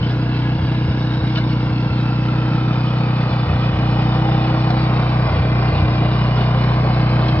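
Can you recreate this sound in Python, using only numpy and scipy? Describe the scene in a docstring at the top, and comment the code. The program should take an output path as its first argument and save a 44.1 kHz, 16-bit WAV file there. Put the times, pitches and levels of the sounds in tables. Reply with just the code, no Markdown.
"""Stump grinder, approached on foot.

A walk-behind grinder runs at full throttle on a drive. Its single-cylinder four-stroke engine throbs
through muffler and airbox, knocks, and now and then misfires. The belt-driven cutter wheel hums and
churns through chips, narrow ringing bands come and go, and a few stones clink against the guard."""
import sys
import numpy as np
from scipy import signal
from scipy.fft import rfft, irfft
from scipy.io import wavfile
from scipy.ndimage import uniform_filter1d

SR = 44100
rng = np.random.default_rng(int(sys.argv[2]) if len(sys.argv) > 2 else 0)


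def master(y):
    """Save y as 16-bit WAV."""
    cut = np.clip(np.atleast_2d(y).T, -1, 1)
    pcm = np.round(cut * 32767)  # scale
    wavfile.write(sys.argv[1], SR, pcm.astype(np.int16))


N = 326340
TIME, FREQ = np.arange(N) / SR, np.fft.rfftfreq(N, 1 / SR)
CYCLE_S = .0327  # nominal engine cycle: two crank turns, one firing

# walk to the machine (time [s], share of the way [0-1], exhaust level [dB], intake level [dB])
WALK = [(0, 0.14, -0.4, 1), (1.6, 0.2, 1.5, 0.5), (2.8, 0.44, 2, 1.6), (3.8, 0.63, 3.5, 1),
        (4.7, 0.63, 2.5, 2.5), (5.9, .84, 2.5, 2.5), (7.4, 1, 3, 4)]


def amp(db):
    """Decibels to gain."""
    return 10 ** (np.asarray(db) / 20)


def unit_rms(x):
    """Scale to rms 1."""
    return x / np.sqrt(np.mean(x ** 2) + 1e-20)


def follow(rows):
    """Each column of a time table at every sample."""
    times, *columns = np.transpose(rows)
    return [np.interp(TIME, times, column) for column in columns]


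def gains(points):
    """(frequency [Hz], level [dB]) table to a gain per bin."""
    hz, db = np.transpose(points)
    return amp(np.interp(np.log(FREQ + 1), np.log(hz + 1), db))


def rolloff(hz, order):
    """Low-pass gain per bin."""
    return 1 / (1 + (FREQ / hz) ** order)


def colour(x, gain):
    """Filter by a gain per bin."""
    return irfft(rfft(x) * gain, N)


def wander(rate_hz):
    """Slow noise, rms 1."""
    return unit_rms(colour(rng.standard_normal(N), rolloff(rate_hz, 4)))


def narrow_noise(centre_hz, width_hz):
    """Noise band around a moving centre, rms 1."""
    r = np.exp(-np.pi * width_hz / SR)
    a, b = signal.lfilter([1], [1, -2 * r, r * r], rng.standard_normal((2, N)))
    angle = 2 * np.pi * np.cumsum(centre_hz) / SR
    return unit_rms(a * np.cos(angle) + b * np.sin(angle))


def clicks(cycles, spread_db):
    """One impulse of uneven size per cycle."""
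    count = np.floor(cycles)
    return np.diff(count, prepend=count[0]) * amp(spread_db * rng.standard_normal(N))


def ring(x, modes):
    """Damped modes; neighbours swing in opposite directions, as along a pipe."""
    t = TIME[:SR // 4]
    response = sum((-1) ** k * amp(db) * np.exp(-np.pi * width_hz * t) * np.sin(2 * np.pi * hz * t)
                   for k, (hz, width_hz, db) in enumerate(modes))
    return signal.oaconvolve(x, response)[:N]


def nearness(close_share=0.74):
    """0 far from the machine, 1 close to it."""
    return np.clip(follow(WALK)[0] / close_share, 0, 1)


def misfires():
    """Every missed cycle as (time [s], strength)."""
    # misfire runs (start [s], length [cycles], strength [relative])
    runs = [(.583, 2, .9), (.876, 1, 1), (1.203, 1, 1), (1.695, 1, .45), (1.892, 1, 1.1), (3.294, 1, .45),
            (3.458, 3, 1), (3.723, 2, 1), (5.287, 4, 1), (5.715, 4, 1), (7.355, 2, 1)]
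    return [(s + k * CYCLE_S, strength) for s, count, strength in runs for k in range(round(count))]


def firing_hz(sag_hz=.151, recover_s=.409):
    """Each misfire costs a little speed, which the governor wins back."""
    # governed speed, hunting slowly (time [s], cycle rate [Hz])
    governor = [(0, 30.291), (.4, 30.816), (.72, 30.99), (1.535, 30.571), (2.1, 30.677), (2.778, 30.839),
                (3.44, 30.549), (3.9, 30.718), (4.351, 30.966), (5.2, 30.8), (5.6, 30.651), (5.992, 30.512),
                (6.404, 30.853), (6.9, 30.755), (7.4, 30.562)]
    sag = sum(strength * (TIME > s) * np.exp(-abs(TIME - s) / recover_s) for s, strength in misfires())
    return follow(governor)[0] - sag_hz * sag


def engine(cycles, misfire_loss=0.87, backflow_phase=.203, intake_phase=.492):
    """Blasts ring the muffler, gulps the airbox; a misfire weakens the blast and sucks gas back."""
    # resonances (frequency [Hz], width [Hz], level [dB])
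    muffler = [(88.7, 6.5, -25.5), (102.4, 29.7, -12.5), (165.6, 41, -10.5), (291, 33, -18)]
    airbox = [(65.7, 16.8, -18.5), (117.45, 20.1, -11.5)]
    tin_shroud = [(381, 150, -35.5)]
    backflow = [(79, 20.8, -10), (87.2, 20, -18.5), (151, 24, -12)]
    # deepest throb (time [s], level [dB])
    bass_level = [(0, -3), (1.6, -1.5), (2.2, -3), (3.1, -6), (3.8, 3), (4.6, -3.5), (5.6, 2.5), (7.4, -1)]
    _, exhaust_db, intake_db = follow(WALK)
    missed = sum(strength * (abs(TIME - s) < CYCLE_S / 2) for s, strength in misfires())
    blasts = clicks(cycles, spread_db=0.54) * (1 - misfire_loss * missed)
    sucks = clicks(cycles - backflow_phase, spread_db=3.6) * missed * amp(intake_db)
    gulps = clicks(cycles - intake_phase, spread_db=0.5) * amp(intake_db)
    # dull pop: the lowest mode swings against the upper ones
    pops = ring(sucks, backflow[:1]) - sum(ring(sucks, [mode]) for mode in backflow[1:])
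    throb = ring(blasts * amp(exhaust_db), muffler) + pops + ring(gulps, airbox)
    throb += nearness() * ring(blasts, tin_shroud)
    throb += (amp(follow(bass_level)[0]) - 1) * colour(throb, rolloff(80, 10))
    upper_throb = colour(throb, 1 / (1 + ((FREQ - 289) / 29) ** 2))
    return throb - nearness() * upper_throb


def wheel_hum(cycles, wheel_ratio, slip_turns=.009, flutter_db=0.97):
    """Eight teeth beat the air; the belt slips a little."""
    # partials (order [per wheel turn], level [dB])
    orders = [(3, -17.5), (4, -2), (8, 0.2), (10, -20), (12, -14), (16, -16), (18, -21), (20, -20)]
    # hum envelope (time [s], level [dB])
    hum_level = [(0, -29.5), (.6, -30.5), (.95, -29.5), (1.42, -26), (1.7, -29.5), (2.15, -31.5),
                 (2.45, -26.5), (2.8, -28.5), (3.2, -36), (3.53, -32), (3.75, -29), (4.3, -25),
                 (4.8, -26.5), (5.25, -32), (5.95, -26.5), (6.1, -27.5), (6.25, -33.5), (6.8, -32.5),
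                 (7.4, -26)]
    angle = 2 * np.pi * (wheel_ratio * cycles + slip_turns * wander(3.7))
    hum = sum(amp(db + flutter_db * wander(6.7)) * np.sin(round(k) * angle + 2 * np.pi * rng.random())
              for k, db in orders)
    return amp(follow(hum_level)[0] - 0.14) * hum


def knocks(cycles, tail_s=0.024):
    """Valves and piston ring the crankcase, each knock alike from cycle to cycle."""
    # knocks (phase [cycles], level [dB], centre [Hz], decay [s])
    impacts = [(.01, -9, 592, 0.0049), (.02, -12, 3850, 0.0085), (.285, -8, 860, 0.0013),
               (0.408, -15, 1712, 0.0019), (.6, -13, 1603, 0.013)]
    out, t = np.zeros(N), TIME[:SR // 20]
    for phase, db, hz, decay_s in impacts:
        crankcase = rng.standard_normal(len(t)) * (np.exp(-t / decay_s) + 0.79 * np.exp(-t / tail_s))
        hits = unit_rms(signal.oaconvolve(clicks(cycles - phase, spread_db=1.0), crankcase)[:N])
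        band = 1 / np.sqrt(1 + (FREQ / hz - hz / FREQ.clip(1)) ** 2)
        out += amp(db) * colour(hits, band)
    return out


def chip_flow(rate_hz=9, slowest_hz=2):
    """Uneven flow of chips through the wheel, no slow drift, rms 1."""
    return unit_rms(colour(wander(rate_hz), FREQ > slowest_hz))


def treble_flicker(x, ripple_db=2.3, flicker_db=3.0, above_hz=1950):
    """Random slow ripple and brief patches make the treble flicker and shift in colour."""
    hz, t, spectrum = signal.stft(x, SR, nperseg=1024, noverlap=768)

    def patches(width_hz, length_s):
        """Random field over frequency and time, rms 1."""
        field = uniform_filter1d(rng.standard_normal(spectrum.shape), round(width_hz / hz[1]), axis=0)
        return unit_rms(uniform_filter1d(field, round(length_s / t[1]), axis=1))

    db = ripple_db * patches(100, .7) + flicker_db * patches(130, .08)
    db /= 1 + (above_hz / hz.clip(1)[:, None]) ** 3
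    gain = amp(db) / np.sqrt(np.mean(amp(db) ** 2, axis=1, keepdims=True))
    return signal.istft(spectrum * gain, SR, nperseg=1024, noverlap=768)[1][:N]


def clatter(cycles, wheel_ratio, churn_db=1.14, knock_db=4.0, split_hz=1800):
    """Knocks plus chip noise that swells once a wheel turn; louder and fuller close by."""
    # clatter spectra, far and close (frequency [Hz], level [dB])
    far_shape = [(220, -28.5), (370, -9.5), (492, -1.5), (590, -11.5), (800, -8), (1150, -8.5),
                 (1650, -11.5), (1860, -16.5), (2090, -16.5), (2750, -17.5), (3870, -23.5), (4300, -23.5),
                 (5200, -28), (6300, -48), (8000, -79)]
    close_shape = [(220, -35), (370, -3.5), (590, -2.5), (730, -1.5), (880, -4.5), (1100, -6), (1450, -11),
                   (1850, -10), (2450, -13.5), (3200, -16.5), (3800, -18), (4500, -21.5), (5200, -22.5),
                   (5550, -34.5), (6300, -55), (8000, -80)]
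    swell = 1 + .14 * np.cos(2 * np.pi * wheel_ratio * cycles)
    knocking = amp(knock_db) * knocks(cycles)
    near, low = nearness(), rolloff(split_hz, 8)
    out = np.zeros(N)
    for band, far_db, close_db in ((low, -35.5, -26.5), (1 - low, -41.5, -38)):
        drive = rng.standard_normal(N) * swell * amp(churn_db * chip_flow()) + knocking
        far = unit_rms(colour(drive, band * gains(far_shape)))
        close = unit_rms(colour(drive, band * gains(close_shape)))
        out += amp(far_db + near * (close_db - far_db)) * ((1 - near) * far + near * close)
    return treble_flicker(out)


def reflections(x, above_hz=1000, below_hz=3900):
    """Three early bounces comb the lower treble; rough ground scatters the rest."""
    # ground bounce, lagging more on approach (time [s], delay [s])
    ground = [(0, .00165), (1.2, .00165), (1.4, .00156), (2, .00172), (2.6, .00178), (3.4, .00182),
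              (4.7, .00185), (5.25, .00221), (6.1, .00229), (6.6, .00222), (7.1, .0021), (7.4, .00212)]
    delay_s = follow(ground)[0]
    treble = colour(x, (1 - rolloff(above_hz, 3)) * rolloff(below_hz, 6))
    paths = ((-.29, delay_s), (.15, delay_s + .00059), (.14 * nearness(), .00079))
    return x + sum(gain * np.interp(TIME - lag_s, TIME, treble) for gain, lag_s in paths)


def ringing_bands(cycles, floor=0.098, flutter_db=0.5, pulse_db=3.0, pulse_phase=0.17):
    """Narrow ringing noise bands swell, glide and fade during the walk, pulsing each engine cycle."""
    # bands (centre [Hz], width [Hz], level [dB], peak time [s], swell sigma [s], glide [Hz/s])
    bands = [(411, 35, -38.5, 0.17, .17, 0.5), (681, 87, -43.5, .3, .7, 0.5),
             (771.5, 100, -33, 4.45, .5, 0), (2800, 170, -48.5, 0.65, 0.39, 1),
             (723, 76, -38.5, 7.4, .41, 0), (1069, 54, -42.5, 5, 0.85, 0.5),
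             (1338, 95, -38.5, 2.45, .5, -69.5), (1205, 200, -41.5, 3.5, .6, 0),
             (1664, 78, -43.5, 0.56, 0.53, 0), (1446, 53, -46.5, 0.27, .3, 1.5),
             (1471, 130, -43, 5.2, 0.75, 0), (2060, 60, -46.5, 5.3, 1, 1), (2130, 60, -47, 7.2, .25, 150),
             (2374, 56, -43.5, 5.62, 0.6, -0.5), (2535, 44, -48.5, 3.4, 0.49, -1),
             (2460, 80, -47, 7.1, .35, 200.5), (2635, 130, -46.5, 2.15, .45, -260),
             (2670, 87, -47.5, 4.4, 0.18, -1100), (2935, 50, -44, 6.36, .32, 69.5),
             (3100, 70, -47.5, 7.2, .22, 220), (2964, 130, -46.5, 4.2, 0.45, 0),
             (3470, 80, -46.5, 3.55, .14, 0), (3600, 190, -47, 4.25, 0.25, -150),
             (3810, 170, -46, 1.12, .17, 99.5), (3880, 110, -51, 4.85, 0.19, -1200),
             (3850, 80, -55, 4.9, .2, 0), (3850, 60, -51, 6, .22, 120.5),
             (4150, 70, -52.5, 7.15, 0.14, 200.5)]
    pulse = np.cos(2 * np.pi * (cycles - pulse_phase)) - 0.17
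    gain = amp(flutter_db * chip_flow() + pulse_db * pulse)
    out = np.zeros(N)
    for hz, width_hz, db, peak_s, sigma_s, glide in bands:
        swell = floor + (1 - floor) * np.exp(-.5 * ((TIME - peak_s) / sigma_s) ** 2)
        centre_hz = hz + glide * np.clip(TIME - peak_s, -2 * sigma_s, 2 * sigma_s)
        out += amp(db) * swell * narrow_noise(centre_hz, width_hz)
    return gain * out


def exhaust_rumble(cycles, level_db=-33.5, puff_db=2.5, puff_phase=0.26):
    """Low noise of exhaust gas, rushing once a cycle."""
    # gas noise spectrum (frequency [Hz], level [dB])
    shape = [(20, -18), (45, -6.5), (90, -3.5), (170, 0), (280, 0), (400, -10), (600, -13.5), (1500, -50.5)]
    puff = np.cos(2 * np.pi * (cycles - puff_phase))
    gas = unit_rms(colour(rng.standard_normal(N), gains(shape)))
    return amp(level_db + follow(WALK)[2] + puff_db * puff) * gas


def stones(scrape_decay_s=0.007, ping_decay_s=0.014):
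    """Stones and chips scrape and ring the steel guard, each spot with its own note."""
    # strikes (time [s], scrape level [dB], note [Hz], note level [dB])
    strikes = [(0.029, -39, 3030, -29), (0.047, -42.5, 3080, -32.5), (1.35, -30.5, 1405, -26.5),
               (1.358, -27, 3030, -27.5), (1.37, -25.5, 3400, -45), (1.378, -30.5, 1664, -29),
               (1.381, -39.5, 643, -24.5), (1.384, -34.5, 1497, -29.5), (1.396, -36, 4274, -44),
               (1.412, -37, 2100, -32), (1.436, -45.5, 3630, -37), (1.49, -37.5, 3000, -36),
               (1.532, -40, 2940, -39), (4.703, -26, 726, -17), (6.046, -39.5, 2970, -36),
               (6.372, -36, 1404, -25.5), (7.283, -28, 3260, -32)]
    # guard modes (frequency [Hz], width [Hz], level [dB])
    guard = [(1450, 71, -3), (2150, 60, 1), (2940, 62, 6.5), (3500, 78, 8.5), (4000, 60, 2.5),
             (4130, 92, 2)]
    envelope, pings = np.zeros((2, N))
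    for s, scrape_db, hz, note_db in strikes:
        age_s = abs(TIME - s)
        envelope += amp(scrape_db) * (TIME > s) * np.exp(-age_s / scrape_decay_s)
        note = np.exp(-age_s / ping_decay_s) * np.sin(2 * np.pi * hz * age_s)
        pings += amp(note_db) * (TIME > s) * note
    scrape = envelope * rng.standard_normal(N)
    crack = colour(scrape, gains([(300, -9.5), (1000, 10.5), (4400, -2.5), (5400, -6.5), (6400, -35)]))
    ringing = np.std(scrape) * unit_rms(ring(scrape, guard))
    return amp(0.5) * crack + amp(-6) * ringing + pings


def band_limit(x, hz):
    """Steep low-pass on both channels."""
    taps = signal.firwin(255, hz, window=("kaiser", 9), fs=SR)
    return signal.oaconvolve(x, taps[None], "same")


def scene(wheel_ratio=1.2993):
    """Machine slightly left; ground and wall scatter its upper range between the ears."""
    # side against mid (frequency [Hz], level [dB])
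    width = [(100, -27), (250, -24.5), (420, -13.5), (600, -10.5), (800, -2.5), (1100, -2.5), (1550, -9.5),
             (1850, 0), (2200, 0), (2700, 2), (3500, -1), (4500, 3.5), (6000, 3.5)]
    # direct part of the side signal (frequency [Hz], share [0-1])
    direct_share = [(600, .93), (1200, .65), (2200, .82), (4500, 0.7)]
    cycles = .1416 + np.cumsum(firing_hz()) / SR
    rumble = exhaust_rumble(cycles)
    mid = engine(cycles) + wheel_hum(cycles, wheel_ratio) + reflections(clatter(cycles, wheel_ratio))
    mid += ringing_bands(cycles) + rumble + stones()
    scattered = reflections(clatter(cycles, wheel_ratio)) + ringing_bands(cycles) + stones()
    direct = np.interp(FREQ, *np.transpose(direct_share))
    side = colour(mid, 1j * direct * gains(width))  # 90 degree shift: the left ear leads
    side += colour(scattered, np.sqrt(1 - direct ** 2) * gains(width))
    lean = gains([(60, .25), (130, .15), (300, -0.25), (600, -.3), (1200, 0.13), (4000, -0.75)])
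    return np.array([colour(mid + side, lean), colour(mid - side, 1 / lean)])


def record(dry, low_hz=33, edge_hz=6550, whine_hz=12000, whine_db=-66, top_hz=12500):
    """Cut the deepest bass and top treble; mirror the throb as a very faint high whine."""
    bass_cut = np.array([colour(x, 1 - rolloff(low_hz, 6)) for x in dry])
    thin = band_limit(bass_cut, edge_hz)
    whine = amp(whine_db) * thin.mean(0) * np.cos(2 * np.pi * whine_hz * TIME)
    return band_limit(thin + whine, top_hz)


dry = scene()
out = record(dry)
master(out)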